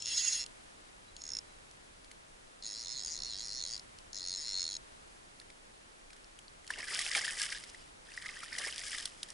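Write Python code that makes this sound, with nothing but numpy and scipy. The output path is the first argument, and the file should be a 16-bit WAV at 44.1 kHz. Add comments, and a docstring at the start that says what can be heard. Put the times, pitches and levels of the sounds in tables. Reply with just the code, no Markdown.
"""A fishing reel clicks in four runs as line is pulled off: its pawl, a small catch, snaps over the gear
teeth and makes the reel ring. The angler stands in calm shallow water. The rod and line tick, then a
hooked fish thrashes twice a few metres away, throwing spray and making bubbles ring. Underneath are
a thin far whistle, a breeze and the hiss of a camera microphone in its housing."""
import sys
import numpy as np
from scipy import signal
from scipy.fft import rfft, irfft
from scipy.io import wavfile

SR = 44100
rng = np.random.default_rng(int(sys.argv[2]) if len(sys.argv) > 2 else 0)


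def dump_mix(stems):
    """Bounce the given channels to the path in sys.argv[1] as a 16-bit WAV at rate SR."""
    frames = np.atleast_2d(stems).T  # one column per channel
    limited = np.clip(frames, -1, 1)  # hard clip at full scale
    pcm = np.round(limited * 32767).astype(np.int16)
    wavfile.write(sys.argv[1], SR, pcm)


N = 411453
REEL_END, FISH_START = 5 * SR, round(6.6 * SR)   # samples


def amp(db):
    """Turn decibels into a gain."""
    return 10 ** (np.asarray(db) / 20)


def rms_one(x):
    """Scale to an average power of 1."""
    return x / np.sqrt(np.mean(x ** 2) + 1e-20)


def sides(mid, side):
    """Make left and right from what they share (mid) and what sets them apart (side)."""
    return np.array([mid + side, mid - side])


def in_time(rows, outside=None):
    """Join rows that start with t/s into one curve for each further column."""
    times, *columns = np.transpose(rows)
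    return [np.interp(np.arange(N) / SR, times, column, outside, outside) for column in columns]


def at_hz(points, hz):
    """Read between rows of (f/Hz, value) on a log-frequency axis."""
    freqs, values = np.transpose(points)
    return np.interp(np.log(hz + 1), np.log(freqs), values)


def colour(x, hz, db, size=8192):
    """Give a sound these levels at these frequencies (a minimum-phase filter)."""
    gains = amp(at_hz(np.c_[hz, db], np.fft.rfftfreq(size, 1 / SR)))
    cepstrum = irfft(np.log(gains), size)
    cepstrum[1:size // 2] *= 2   # folded, so nothing rings ahead of the sound
    cepstrum[size // 2 + 1:] = 0
    kernel = irfft(np.exp(rfft(cepstrum)), size)[None, :size // 2]
    return signal.oaconvolve(np.atleast_2d(x), kernel, axes=1)[:, :x.shape[-1]]


def drift(rate_hz, size):
    """A smooth random wander of typical size 1."""
    r = np.exp(-64 * np.pi * rate_hz / SR)
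    slow = signal.lfilter([1], [1, -2 * r, r * r], rng.standard_normal(size // 32 + 1002))[1000:]
    return np.interp(np.arange(size) / 32, np.arange(len(slow)), rms_one(slow))


def ring(clicks, hz, ring_s):
    """Each click starts a tone that fades by 60 dB in ring_s."""
    r, w = amp(-60 / (ring_s * SR)), 2 * np.pi * hz / SR
    return signal.lfilter([0, np.sin(w)], [1, -2 * r * np.cos(w), r * r], clicks + 1e-18)


def swells(times, db, fall_s, rise_s=0.0062):
    """A loudness curve from FISH_START on that rises to each event and falls away."""
    t = np.arange(FISH_START, N, 32) / SR - np.c_[times]
    peaks = amp(np.c_[db]) * np.exp(np.where(t < 0, t / rise_s, -t / fall_s))
    return np.repeat(peaks.sum(axis=0), 32)[:N - FISH_START]


def hiss(sound, quiet_db=-60.5, follows=0.1, memory_s=0.13):
    """Microphone noise that swells a little with the scene's loudness, then sinks back."""
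    # tone of the hiss: f/Hz, relative level/dB
    spectrum = [(12, -48.5), (20, 9.5), (66, -13.5), (90, -11), (303, -11.5), (995, -16), (2030, -17.5),
                (2510, -19), (11000, -22.5), (14300, -49), (22000, -120)]
    # how alike left and right are: f/Hz, likeness (1 the same, -1 opposite)
    likeness = [(60, 0.96), (130, 0.46), (270, -0.19), (580, -0.65), (1220, -0.7), (2600, -0.37),
                (5510, 0.17), (11700, 0.59)]
    keep = np.exp(-1 / (memory_s * SR))
    power = signal.lfilter([1 - keep], [1, -keep], sound[0] ** 2) / amp(quiet_db) ** 2
    hiss_db = quiet_db + follows * 10 * np.log10(1 + power)
    hz = np.geomspace(10, 20000, 40)
    alike = np.clip(at_hz(likeness, hz), -.98, .98)
    mid_db = at_hz(spectrum, hz)
    side_db = mid_db + 10 * np.log10((1 - alike) / (1 + alike))
    mid = colour(rng.standard_normal(N), hz, mid_db)[0]
    side = colour(rng.standard_normal(N), hz, side_db)[0]
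    return sides(mid, side) / np.std(mid) * amp(hiss_db)


def breeze():
    """Air rumbles on the microphone's openings."""
    # strength of the breeze: t/s, level/dB
    gusts = [(0.0, -64.5), (0.88, -76), (1.17, -64), (2.47, -74), (3.17, -63.5), (5.79, -73), (7.02, -72.5),
             (8.99, -67.5), (9.33, -75)]
    bass = signal.butter(2, [15, 70], "band", fs=SR, output="sos")
    return rms_one(signal.sosfilt(bass, rng.standard_normal(N))) * amp(in_time(gusts)[0])


def whistle(waver_db=5.8):
    """A thin far tone whose loudness wavers."""
    # course of the whistle: t/s, f/Hz, level/dB
    course = [(1.05, 3980, -84), (1.09, 3960, -69), (1.125, 3930, -86), (1.4, 4000, -80), (1.5, 3950, -77),
              (1.62, 3880, -85)]
    times, hz, db = np.transpose(course)
    t = np.arange(N) / SR
    level = np.sqrt(2) * amp(np.interp(t, times, db, -140, -140) + waver_db * drift(60, N))
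    return level * np.sin(2 * np.pi * np.cumsum(np.interp(t, times, hz)) / SR)


def plops(events, cycles, crack_cycles, rise, crack_gain_db):
    """Each event is a bubble of rising pitch plus a noisy crack; small, high ones end sooner."""
    # tone of the crack: f/Hz, relative level/dB
    spectrum = [(600, -21.5), (1800, -11.5), (3000, 1), (4100, 2.5), (5200, 3.5), (6200, 0), (10000, -2.5)]
    size = 3000
    out, t = np.zeros((2, N + size)), np.arange(size) / SR
    white = rng.standard_normal((len(events), 2, size))
    noises = colour(white.reshape(-1, size), *np.transpose(spectrum)).reshape(white.shape)
    for (start_s, db, hz, crack_db), (mid, side) in zip(events, noises):
        tone = np.sin(2 * np.pi * hz * t * (1 + rise * hz * t))
        bubble = tone * amp(-60 * t * hz / cycles) * (1 - np.exp(-t / 0.00042))
        burst = np.exp(-t * hz / crack_cycles) * (1 - np.exp(-t * hz / 1.6))
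        crack = sides(mid, 0.27 * side) * burst * amp(crack_db + crack_gain_db)
        start = round(start_s * SR)
        out[:, start:start + size] += amp(db) * (bubble + crack)
    return out[:, :N]


def ticks():
    """Rod and line tick and water drips near the angler, each a short ping with a crack."""
    # ticks and drips: t/s, level/dB, f/Hz, relative crack level/dB
    events = [(1.712, -39.5, 5470, -9.5), (2.0443, -53.5, 2360, 0), (2.1137, -38.5, 2070, -9.5),
              (3.987, -39.5, 5300, -5.5), (5.3996, -30, 4260, -18), (5.4146, -41.5, 1770, -16),
              (5.5019, -39.5, 2180, -14.5), (6.1045, -39, 2360, -16), (6.1305, -45, 1590, -7.5),
              (6.1644, -46.5, 2130, -9), (6.2444, -35, 5270, -20), (6.3894, -38, 3000, -10),
              (6.4813, -31, 4370, -28), (6.6444, -43, 1960, -15), (6.667, -39, 5400, -8),
              (6.6758, -47.5, 1800, 3.5)]
    return plops(events, cycles=16.6, crack_cycles=5.8, rise=0.0026, crack_gain_db=9.9)


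def droplets(size, per_s, low_hz, high_hz, cycles, spread_db):
    """Random drops of uneven size ring briefly at 14 pitches, a little to the left or right."""
    strengths = amp(spread_db * np.minimum(rng.exponential(1, size), 4)) * rng.choice([-1, 1], size)
    lands = rng.random(size) < per_s * amp(3 * drift(25, size)) / SR
    pitch_index, out = rng.integers(0, 14, size), 0
    for k, hz in enumerate(np.geomspace(low_hz, high_hz, 14)):
        drops = ring(strengths * lands * (pitch_index == k), hz, cycles / hz) * np.sqrt(hz)
        out = out + sides(drops, 0.32 * (-1) ** k * drops)
    return rms_one(out)


def fish(sheet_db=-2.5, surge_db=1.52):
    """Torn sheets of water hiss, drops crackle above, bubbles churn below and the body heaves water."""
    # the two struggles: t/s, spray level/dB, relative churn level/dB
    struggles = [
        [(6.69, -76, 0), (6.74, -73, 10), (6.8, -50, 10.5), (6.87, -50.5, 2), (6.94, -39.5, 3), (7.04, -43, -2),
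         (7.18, -40, 6), (7.23, -44.5, 6), (7.39, -38.5, -3.5), (7.56, -48, 1.5), (7.71, -60.5, -8),
         (7.9, -68, -4)],
        [(8.05, -59.5, 0), (8.2, -61, 6), (8.3, -55, 8), (8.46, -54, 5), (8.55, -52.5, 4), (8.68, -39.5, 4),
         (8.72, -50, -3), (8.9, -44.5, -1.5), (9.04, -47.5, -2), (9.1, -57.5, -4), (9.33, -63.5, -21)],
    ]
    # slaps on the water: t/s, level/dB, bubble f/Hz, relative crack level/dB
    slaps = [(6.7039, -22, 1665, -15.5), (6.7376, -29, 2700, -32), (6.7587, -36.5, 1690, -22),
             (6.785, -34.5, 1850, -5.5), (6.829, -31.5, 2110, -18), (6.8869, -39, 1890, -26),
             (6.9106, -33, 2160, -16), (6.9898, -24, 1900, -5), (7.043, -28, 4850, -17),
             (7.063, -26, 2470, -14), (7.1498, -15.5, 2200, -19), (7.214, -26, 1890, -19),
             (7.2497, -24.5, 1790, -13), (7.279, -23.5, 1725, -16), (7.3972, -33.5, 2980, 4),
             (7.417, -22, 5200, -0.5), (7.5233, -32.5, 1700, -5), (7.637, -39.5, 2040, -4),
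             (7.698, -44, 5100, 2), (7.7457, -37.5, 1910, -12), (8.118, -39, 2500, -13),
             (8.139, -34, 4800, -18), (8.176, -26.5, 1840, -37), (8.222, -36.5, 1810, -10),
             (8.2606, -27.5, 1940, -21), (8.2895, -29, 1980, -27), (8.369, -33.5, 1760, -38),
             (8.4039, -38, 3010, -17), (8.432, -34, 1290, -11.5), (8.5286, -28.5, 4870, -23),
             (8.5514, -29.5, 1850, -28), (8.5836, -27, 1910, -3.5), (8.646, -42, 1880, -14),
             (8.671, -35, 2100, 0), (8.725, -28, 2920, -15), (8.7597, -34, 5360, -2),
             (8.7801, -29.5, 3320, -6.5), (8.836, -39.5, 1560, -0.5), (8.8587, -42, 5040, -12),
             (8.932, -30, 3120, -14), (8.9478, -28.5, 1930, -11), (8.9834, -28.5, 3320, -7),
             (9.032, -54, 5460, 1), (9.0552, -31, 3430, 4.5), (9.23, -29.5, 3560, -1),
             (9.2856, -50, 1850, 2), (9.3031, -28.5, 5350, -9)]
    # lunges of the body: t/s, gulp level/dB, gulp f/Hz, heave level/dB
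    lunges = [(6.704, -37.5, 950, -66), (6.782, -52, 410, -50.5), (6.91, -50, 384, -80),
              (6.983, -46, 700, -73), (7.066, -46, 745, -62), (7.167, -35.5, 740, -46.5),
              (8.589, -51, 670, -55), (8.669, -60, 520, -51.5), (8.8, -52, 700, -60)]
    # tone of the water through the housing: f/Hz, relative level/dB
    spectrum = [(530, -32), (900, -22), (1060, -26), (1220, -7), (1350, -15.5), (1580, -3.5), (1890, 1),
                (2670, -9), (3070, -4.5), (4150, -11), (5120, -2), (5990, -9.5), (8560, -9), (9300, -6),
                (11000, -13), (14300, -37), (22000, -120)]
    spraying, churning, size = 0, 0, N - FISH_START
    for rows in struggles:
        spray_db, churn_db = in_time(rows, outside=-np.inf)   # silent before and after
        spraying += amp(spray_db)[FISH_START:]
        churning += amp(spray_db + churn_db)[FISH_START:]
    slap_s, slap_db, _, _ = np.transpose(slaps)
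    lunge_s, _, _, heave_db = np.transpose(lunges)
    gush = swells(slap_s, slap_db - 24.5, fall_s=0.02)   # each slap throws extra spray and churn
    white = rng.standard_normal((2, size))
    sheet = amp(sheet_db) * sides(white[0], 0.1 * white[1])
    drops = droplets(size, per_s=1500, low_hz=2500, high_hz=10400, cycles=10.6, spread_db=3.54)
    bubbles = droplets(size, per_s=600, low_hz=968, high_hz=3104, cycles=55.0, spread_db=3.1)
    high = signal.butter(2, 2500, "high", fs=SR, output="sos")
    low = signal.butter(2, 2500, "low", fs=SR, output="sos")
    spray = rms_one(signal.sosfilt(high, colour(sheet + drops, *np.transpose(spectrum))))
    churn = rms_one(signal.sosfilt(low, colour(sheet + bubbles, *np.transpose(spectrum))))
    spray *= spraying + amp(-2.0) * gush
    churn *= amp(-5.5) * churning + amp(-3.0) * gush
    heave = droplets(size, per_s=600, low_hz=475, high_hz=1070, cycles=11.3, spread_db=1.3)
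    heave *= amp(-23.5) * churning + swells(lunge_s, heave_db, fall_s=0.017)
    water = (spray + churn) * amp(surge_db * drift(25, size)) + heave
    gulp_events = [(*row[:3], -40) for row in lunges]   # gulps have almost no crack
    gulps = plops(gulp_events, cycles=33.0, crack_cycles=3.0, rise=0.0053, crack_gain_db=0.5)
    smacks = plops(slaps, cycles=38.0, crack_cycles=8.9, rise=0.004, crack_gain_db=5.9)
    return np.pad(water, ((0, 0), (FISH_START, 0))) + smacks + gulps


def pawl(gear_teeth=36, jitter=0.016, contact_s=0.0021, chatter=0.33, rasp_db=-22,
         bounce_s=0.00145, wobble_s=0.00005):
    """The pawl snaps over each tooth, chatters and bounces twice. Gives its blows and the teeth per s."""
    # spool speed in each run, surging about six times a second as the rod nods: t/s, speed/(teeth per s)
    speeds = [
        [(0.0578, 69.2), (0.113, 369.1), (0.22, 534.9), (0.345, 366.4), (0.366, 332.5), (0.387, 247.7),
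         (0.4441, 76.6)],
        [(1.2183, 40.8), (1.2658, 87.2), (1.3173, 64.1), (1.3908, 51.4)],
        [(2.6244, 87.5), (2.6725, 121.0), (2.6986, 97.7), (2.8137, 121.7), (2.8618, 77.0), (2.9439, 149.2),
         (3.049, 70.4), (3.1171, 177.2), (3.1682, 88.3), (3.2223, 56.5), (3.2764, 132.4), (3.3515, 90.9),
         (3.4426, 127.1), (3.4907, 91.6), (3.5838, 137.9), (3.6349, 66.2), (3.689, 113.8), (3.7421, 115.7),
         (3.7992, 40.1)],
        [(4.1307, 54.1), (4.1554, 106.4), (4.213, 88.8), (4.3507, 93.6), (4.4163, 161.8), (4.469, 108.7),
         (4.5516, 90.0), (4.5743, 98.3), (4.6709, 76.1), (4.7146, 110.5), (4.7702, 60.2)],
    ]
    # how hard the pawl is pressed in each run: t/s, level/dB
    pulls = [
        [(0.0, -50), (0.058, -44), (0.12, -38.5), (0.33, -38.5), (0.45, -44.5)],
        [(1.165, -65), (1.218, -51), (1.29, -49.5), (1.34, -44.5), (1.39, -44.5)],
        [(2.625, -52.5), (2.66, -47), (3.2, -47.5), (3.6, -46), (3.75, -49), (3.8, -51)],
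        [(4.131, -51.5), (4.17, -47), (4.5, -45.5), (4.77, -46.5)],
    ]
    # how the reel faces the microphone in each run: gain/dB for each of its six groups of tones
    facings = [(-8.5, -3.5, -1.3, 0, -10.5, -5.5), (-16, -5, 0.57, -3, -17, -16),
               (-2, 1, -0.53, -2.5, -12.5, -17), (0.5, -1, -1.6, -2.5, -13.5, -19)]
    # each group's sound beams sweep past as the spool turns: {beams per turn: (depth/dB, phase/rad)}
    beams = [{1: (3.54, 0.13), 3: (1.2, 1.84)}, {1: (3.4, -1.8), 5: (2.1, 1.2)}, {1: (2, 1.3),
             3: (3.3, -0.48)}, {1: (2.3, 0.95), 4: (0.94, -0.082),
             5: (1.9, -2.8)}, {1: (2.1, -2.2)}, {1: (3, -0.97), 2: (1.6, 0.34)}]
    # single snaps: t/s, relative level/dB
    lone_snaps = [(0.0225, -28.5), (0.4626, -34), (1.1653, -36.5)]
    snaps, drag, pace, passed = np.zeros((6, N)), np.zeros((6, N)), np.zeros(N), np.zeros(N)
    for speed, pull, facing in zip(speeds, pulls, facings):
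        per_s, = in_time(speed, 0)
        teeth = np.cumsum(per_s) / SR
        load = amp(in_time(pull)) * amp(np.c_[list(facing)])
        run = slice(round(pull[0][0] * SR), round(speed[-1][0] * SR))
        drag[:, run] += load[:, run]
        pace += per_s
        lag = jitter * rng.standard_normal(round(teeth[-1]) + 2) ** 2   # no two teeth alike
        reached = np.ceil(teeth - np.minimum(lag[teeth.astype(int)], .9))
        passing = np.diff(np.maximum.accumulate(reached), prepend=0) > 0
        passed += np.cumsum(passing)
        snaps += passing * load * np.sqrt(400 / (per_s + 1))   # faster snaps share the same power
    angle = 2 * np.pi * passed / gear_teeth
    snaps *= amp([sum(db * np.sin(n * angle + phase) for n, (db, phase) in group.items())
                  for group in beams])
    for start_s, db in lone_snaps:
        snaps[:, round(start_s * SR)] = amp(db - 10 + np.array([-4, 5, -1, 0, -2.5, -1]))   # per group
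    snaps = snaps[:, :REEL_END]
    fade = np.exp(-1 / (contact_s * SR))
    contact = signal.lfilter([0, np.sqrt(1 - fade ** 2)], [1, -fade], snaps + 1e-18)
    # between snaps the pawl scrapes up the next tooth, most when the spool creeps
    rasp = amp(rasp_db) * (drag * np.exp(-pace / 45))[:, :REEL_END]
    blows = snaps + (chatter * contact + rasp) * rng.standard_normal(REEL_END)
    # the gear runs off centre, so the bounce time and the tone slide on every turn
    hits = np.flatnonzero(snaps[0])
    flight_s = bounce_s + wobble_s * (np.sin(angle[hits] - 1.75) + 0.52 * np.sin(2 * angle[hits] + 2.3))
    bounce = 0.55 * np.clip(pace[hits] / 95, .4, 1)   # a slow pawl hardly bounces
    for k in (1, 2):
        blows[:, hits + np.round(k * flight_s * SR).astype(int)] += bounce ** k * snaps[:, hits]
    return blows, pace[:REEL_END]


def reel(sway_db=3.0, sway_hz=7.7, side_db=-12):
    """The pawl's blows make the reel ring, and the spindle whirrs softly while it turns."""
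    # the reel's tones in six groups (low, lower middle, middle, high, treble, frame):
    # f/Hz, relative level/dB, ring time/s
    tone_groups = [
        [(4214, -2, 0.014), (3750, -0.5, 0.0075), (4304, 0, 0.019)],
        [(4870, 0.5, 0.0089)],
        [(5350, 3.5, 0.016), (5606, -4, 0.013)],
        [(6640, 6, 0.014), (6910, -5.5, 0.014), (6120, -15, 0.0084)],
        [(7860, 6.5, 0.0038), (9214, 6, 0.0074), (11140, 6, 0.0016)],
        [(2745, -5.5, 0.013), (3320, -1, 0.012)],
    ]
    blows, pace = pawl()
    mid, side, sign = 0, 0, -1
    for struck, tones in zip(blows, tone_groups):
        for hz, db, ring_s in tones:
            sign = -sign
            tone = sign * ring(struck * amp(db + sway_db * drift(sway_hz, REEL_END)), hz, ring_s)
            lean = np.clip(drift(3.7, REEL_END), -2, 2) - .15   # each tone wanders left and right
            mid = mid + tone
            side = side + tone * lean
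    whirr = ring((pace / 100) ** 0.98 * rng.standard_normal(REEL_END), hz=1943, ring_s=0.011)
    stereo = sides(mid + amp(-79) * whirr, amp(side_db) * side)
    no_bass = signal.butter(4, 1500, "high", fs=SR, output="sos")   # a small reel gives off no bass
    return np.pad(signal.sosfilt(no_bass, stereo), ((0, 0), (0, N - REEL_END)))


def scene():
    """Reel, ticks, fish and whistle over hiss and breeze."""
    sound = reel() + ticks() + fish() + whistle()
    return sound + hiss(sound) + breeze()


def record(dry):
    """Cut the treble steeply above 11000 Hz."""
    return signal.sosfilt(signal.ellip(10, .5, 60, 11000, fs=SR, output="sos"), dry)


dry = scene()
out = record(dry)
dump_mix(out)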